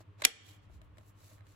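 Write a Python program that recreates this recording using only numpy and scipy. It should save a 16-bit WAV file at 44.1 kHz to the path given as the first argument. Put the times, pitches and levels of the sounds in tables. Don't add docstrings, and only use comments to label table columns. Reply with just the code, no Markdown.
import sys
import numpy as np
from scipy import signal
from scipy.fft import rfft, irfft, next_fast_len
from scipy.io import wavfile
from scipy.ndimage import uniform_filter1d, minimum_filter1d, map_coordinates

SR = 44100
rng = np.random.default_rng(int(sys.argv[2]) if len(sys.argv) > 2 else 0)


def generate_wav(signal):
    frames = np.transpose(np.atleast_2d(signal))
    scaled = np.clip(frames, -1, 1) * 32767
    pcm = np.round(scaled).astype(np.int16)
    wavfile.write(sys.argv[1], SR, pcm)


N = 68355
TIME = np.arange(N) / SR
HIT_TIME = np.arange(SR // 8) / SR
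PORT_LAG_S = .00025

# (t/s, level/dB, brightness/(dB/octave), crack t60/s)
CONTACTS = [(.2503, -0.5, 3, 0.012), (.2513, -1.5, -1.5, 0.013), (0.2526, -8, -2.5, 0.017)]
# (f/Hz, level/dB, t60/s)
HOUSING_MODES = [(320, -15.5, .04), (480, -15, 0.018), (620, -5.5, 0.045), (950, -9.5, .02),
                 (1250, -7, .02), (1598.4, -7, .015), (1800, -4.5, 0.016), (2067, -7, .014),
                 (4000, -11.5, 0.021)]
# (f/Hz, relative level per Hz/dB)
BOX_COLOUR = [(40, -13.5), (120, -1.5), (200, 2), (310, 3), (520, -5.5), (700, -13), (1080, -3),
              (1600, -22), (4000, -50)]


def amp(db):
    return 10 ** (np.asarray(db) / 20)


def unit(x):
    return x / np.sqrt(np.mean(x ** 2) + 1e-20)


def along(points, hz):
    f, value = np.transpose(points)
    return np.interp(np.log(hz + 1), np.log(f + 1), value)


def wobble(rate):
    return map_coordinates(rng.standard_normal(N // 8), [TIME * rate], mode="wrap")


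def filtered(x, response):
    size = next_fast_len(x.shape[-1] + SR // 4)
    spectrum = rfft(x, size) * response(np.fft.rfftfreq(size, 1 / SR))
    return irfft(spectrum, size)[..., :x.shape[-1]]


def noise(spectrum, size=N, tilt=0):
    # (f/Hz, likeness from -1 to 1)
    likeness = [(60, 0.74), (150, 0.35), (380, .2), (950, 0.15), (2400, 0.37), (15000, -0.24)]

    def colour(hz):
        turn = np.arccos(np.clip(along(likeness, hz), -1, 1)) / 2
        gain = amp(along(spectrum, hz) + tilt * np.log2(1 + hz / 1000))
        return gain * [np.cos(turn), np.sin(turn)]

    mid, side = filtered(rng.standard_normal((2, size)), colour)
    return unit(np.array([mid + side, mid - side]))


def decay(t, t60):
    return np.exp(-np.log(1000) * t / np.maximum(t60, 1e-4))


def swell(middle, half):
    return np.exp(-((TIME - middle) / half) ** 2 / 2 * np.sqrt(2))


def ring(modes, scatter_db):
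    out = np.zeros((2, len(HIT_TIME)))
    for hz, db, t60 in modes:
        level, skew = rng.standard_normal((2, 2, 1))
        sine = np.sin(2 * np.pi * hz * (HIT_TIME + skew * PORT_LAG_S / 2))
        out += amp(db + scatter_db * level) * decay(HIT_TIME, t60) * sine
    return out


def add(track, s, sound):
    for side, lag in enumerate((PORT_LAG_S / 2, -PORT_LAG_S / 2)):
        start = max(0, round((s + lag) * SR))
        part = track[side, start:][:sound.shape[1]]
        part += sound[side, :len(part)]


def background():
    # (f/Hz, rms level before drift and waver/dB)
    hum_tones = [(100, -61), (200, -85), (300, -77.5)]
    # (f/Hz, relative level per Hz/dB)
    air_colour = [(20, -14), (50, 3), (105, 5), (150, 2.5), (280, -9), (450, -8), (800, -13.5),
                  (1100, -7.5), (1600, -16.5), (3000, -20), (5000, -34), (10000, -42.5), (16000, -43.5)]
    waver_hz, waver_depth, waver_crest_s = 12.1, 0.69, 1.253
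    drift_db, air_db = 2.5, -64.5
    waver = 1 + waver_depth * np.cos(2 * np.pi * waver_hz * (TIME - waver_crest_s))
    hum = 0
    for hz, db in hum_tones:
        level = amp(db + drift_db * wobble(23)) * np.sqrt(2)
        phase = 2 * np.pi * (hz * TIME + rng.random()) + .3 * wobble(22)
        hum = hum + level * np.sin(phase)
    return waver * hum + amp(air_db) * noise(air_colour)


def fingers():
    # (middle t/s, half length/s, level/dB, brightness/(dB/octave))
    strokes = [(.01, 0.015, -67, -2.5), (.208, 0.016, -58.5, -6.5), (0.484, 0.033, -59, -0.5),
               (.54, 0.029, -69, 1), (0.641, .022, -75.5, -5), (0.745, 0.031, -72, -1), (.845, .02, -80, 6),
               (1.019, 0.048, -76.5, 2), (1.085, .024, -68.5, 6), (1.243, 0.054, -65.5, 1),
               (1.308, 0.054, -65, 2.5), (1.508, .04, -70, 0.5)]
    # (f/Hz, relative level per Hz/dB)
    skin_colour = [(200, -10), (650, 2), (1300, -4), (2100, 1.5), (3100, -2.5), (4000, 4.5), (5000, -0.5),
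                   (8000, 3), (9000, -23), (10300, 1.5), (12200, -0.5), (13200, -14), (14500, -1),
                   (16000, -10)]
    # (middle t/s, half length/s, level/dB)
    grip_shifts = [(.78, .1, -54.5), (.97, 0.044, -61.5), (1.39, 0.092, -65)]
    # (f/Hz, relative level per Hz/dB)
    rumble_colour = [(15, -4), (35, -10), (62, 5.5), (90, -1), (160, -12), (400, -40), (1500, -94)]
    grain_db, grains_per_s = 2, 500
    hiss = sum(amp(db) * swell(s, half) * noise(skin_colour, tilt=tilt) for s, half, db, tilt in strokes)
    grip = sum(amp(db) * swell(s, half) for s, half, db in grip_shifts)
    grain = unit(amp(grain_db * wobble(grains_per_s)))
    return hiss * grain + grip * noise(rumble_colour)


def scuffs():
    # (middle t/s, half length/s, level/dB)
    scuff_times = [(1.4, 0.02095, -63.5), (1.31, .03, -72), (.83, 0.022, -75.5)]
    slips_per_s = 230
    slips = (rng.random((2, N)) < slips_per_s / SR) * rng.standard_normal((2, N))
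    shaken = signal.fftconvolve(slips, ring(HOUSING_MODES, scatter_db=1.5), axes=1)[:, :N]
    return unit(shaken) * sum(amp(db) * swell(s, half) for s, half, db in scuff_times)


def taps():
    # (t/s, knock level/dB, knock brightness/(dB/octave), tick level/dB)
    tap_times = [(.006, -56, -11, -64), (.2200, -43, 5, -32.5), (0.2213, -30, 1.5, -47.5),
                 (.698, -60.5, -12, -85), (.816, -58.5, -7.5, -58.5), (.9715, -58, -1, -65),
                 (0.9827, -48.5, -3.5, -54), (1.0106, -56.5, -5, -82), (1.212, -57, -4, -77),
                 (1.234, -61, -2, -70), (1.314, -57, -6.5, -72.5), (1.468, -64, 2, -61)]
    # (f/Hz, relative level per Hz/dB)
    tick_colour = [(200, -10), (1500, 4), (4000, -1.5), (6000, -9.5), (8200, -1.5), (9500, -15.5),
                   (12000, -11), (16000, -29)]
    tick_t60_s = 0.024
    body_db, body_t60_s = -9, .02
    out = np.zeros((2, N))
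    soft_start = 1 - decay(HIT_TIME, 0.0017)
    for s, knock_db, tilt, tick_db in tap_times:
        tick = noise(tick_colour, len(HIT_TIME)) * decay(HIT_TIME, tick_t60_s)
        modes = [(hz, level + tilt * np.log2(hz / 1000), t60) for hz, level, t60 in HOUSING_MODES]
        body = noise(BOX_COLOUR, len(HIT_TIME), tilt=3.7) * decay(HIT_TIME, body_t60_s)
        knock = ring(modes, scatter_db=1.5) + amp(body_db - tilt) * body
        add(out, s, amp(knock_db) * knock * soft_start + amp(tick_db) * tick)
    return out


def creak():
    middle_s, half_s, level_db = .12, 0.023, -69
    middle_hz, sag_hz_per_s = 414.3, 650
    hz = middle_hz - sag_hz_per_s * np.clip(TIME - middle_s, -.1, .1) + 12 * wobble(90)
    level = amp(level_db + 1.5 * wobble(70)) * swell(middle_s, half_s)
    return level * np.sin(2 * np.pi * np.cumsum(hz) / SR)


def scrape():
    # (f/Hz, relative level per Hz/dB)
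    scrape_colour = [(150, -5.5), (700, -6.5), (1500, -2), (2900, 3.5), (4200, 4), (6000, -9), (7700, -7.5),
                     (9000, -33), (11000, -25), (16000, -31.5)]
    start_s, end_s = 0.2369, .2503
    start_db, growth_db = -36, 10.5
    travel = (TIME - start_s) / (end_s - start_s)
    level_db = start_db + growth_db * np.clip(travel, 0, 1) + 2.5 * wobble(700)
    contact = np.clip(travel * 5, 0, 1) * (travel < 1)
    pan = amp(np.array([[-1], [1]]))
    return noise(scrape_colour) * amp(level_db) * contact * pan


def thud():
    delay_s, level_db, t60_s = 0.0026, -26.5, 0.03
    out = np.zeros((2, N))
    envelope = decay(HIT_TIME, t60_s) * (1 - decay(HIT_TIME, .004))
    jolt = amp(level_db) * noise(BOX_COLOUR, len(HIT_TIME)) * envelope
    add(out, CONTACTS[0][0] + delay_s, jolt)
    return out


def snap():
    # (f/Hz, level/dB, t60/s)
    plate_modes = [(775, -24.5, .035), (1400, -25.5, 0.0086), (1640, -19.5, 0.042), (1840, -19, .022),
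                   (1990, -15.5, 0.03), (2416.5, -2, .022), (2884, -10.5, 0.022), (3400, -10, .024),
                   (4497, -14.5, 0.018), (5023, -4, .018), (5680, -11.5, 0.021), (6230, -13.5, .013),
                   (6993, -9, 0.015), (7810, -5, .013), (10900, -10.5, 0.0097)]
    # (f/Hz, relative level per Hz/dB)
    crack_colour = [(100, -18), (330, -6.5), (550, -7), (950, -16), (1500, -1), (2400, -1), (3200, 0.5),
                    (4200, -3), (5200, 2), (7800, -4), (9000, -19.5), (10300, 4.5), (12000, -4),
                    (13000, -16.5), (14200, -9), (16000, -23)]
    crack_db, ring_db = -1, -3.5
    out = np.zeros((2, N))
    for s, db, tilt, crack_t60 in CONTACTS:
        crack = noise(crack_colour, len(HIT_TIME), tilt) * decay(HIT_TIME, crack_t60)
        modes = [(hz, level + tilt * np.log2(hz / 4000), t60) for hz, level, t60 in plate_modes]
        ringing = ring(modes, scatter_db=2.0)
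        add(out, s, amp(db) * (amp(crack_db) * crack + amp(ring_db) * ringing))
    return out


def room(x):
    # (f/Hz, t60/s)
    room_t60 = [(200, 0.8), (1400, 0.62), (2600, 0.5658), (3150, 0.63), (3800, 0.53), (7000, .5),
                (14000, 0.15)]
    # (f/Hz, relative level/dB)
    room_colour = [(100, 10), (230, 12.5), (500, 6), (800, 1), (1150, 4.5), (2200, -0.5), (2750, -3),
                   (3120, 4.5), (3550, -1), (4000, -2), (5500, -5), (8000, -5.5), (11000, -7), (14000, -8)]
    far_db, near_db = -24.5, -22.5
    near_t60_s, wall_delay_s = 0.11, .012
    hz, t, z = signal.stft(rng.standard_normal((2, N // 2)), SR, nperseg=256)
    z = z * amp(along(room_colour, hz))[:, None]
    far_t60_s = along(room_t60, hz)[:, None]
    answer = 0
    for db, t60 in ((far_db, far_t60_s), (near_db, near_t60_s)):
        tail = signal.istft(z * decay(t, t60), SR, nperseg=256)[1]
        answer = answer + amp(db) * tail / np.linalg.norm(tail[0])
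    answer = np.pad(answer, ((0, 0), (round(wall_delay_s * SR), 0)))
    return signal.fftconvolve(x, answer, axes=1)[:, :N]


def scene():
    low_cut = signal.butter(2, 260, "highpass", fs=SR, output="sos")
    plastic = snap() + scrape() + taps() + scuffs()
    switch = signal.sosfilt(low_cut, plastic) + thud()
    return switch + room(switch) + creak() + fingers() + background()


def record(dry):
    limit_db, hold_s, release_db_per_s = -13.5, 0.09, 49.5
    top_hz = 16400
    power = np.abs(uniform_filter1d(np.mean(dry ** 2, axis=0), size=220))
    cut_db = np.maximum(0, 10 * np.log10(power + 1e-12) - limit_db)
    half = int(hold_s * SR / 2)
    held = -minimum_filter1d(-cut_db, 2 * half + 1, origin=half, mode="constant")
    recovery = release_db_per_s * TIME
    released = np.maximum.accumulate(held + recovery) - recovery
    gain = amp(-uniform_filter1d(released, size=44))
    return filtered(dry * gain, lambda hz: np.clip((top_hz - hz) / 600 + .5, 0, 1))


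dry = scene()
out = record(dry)
generate_wav(out)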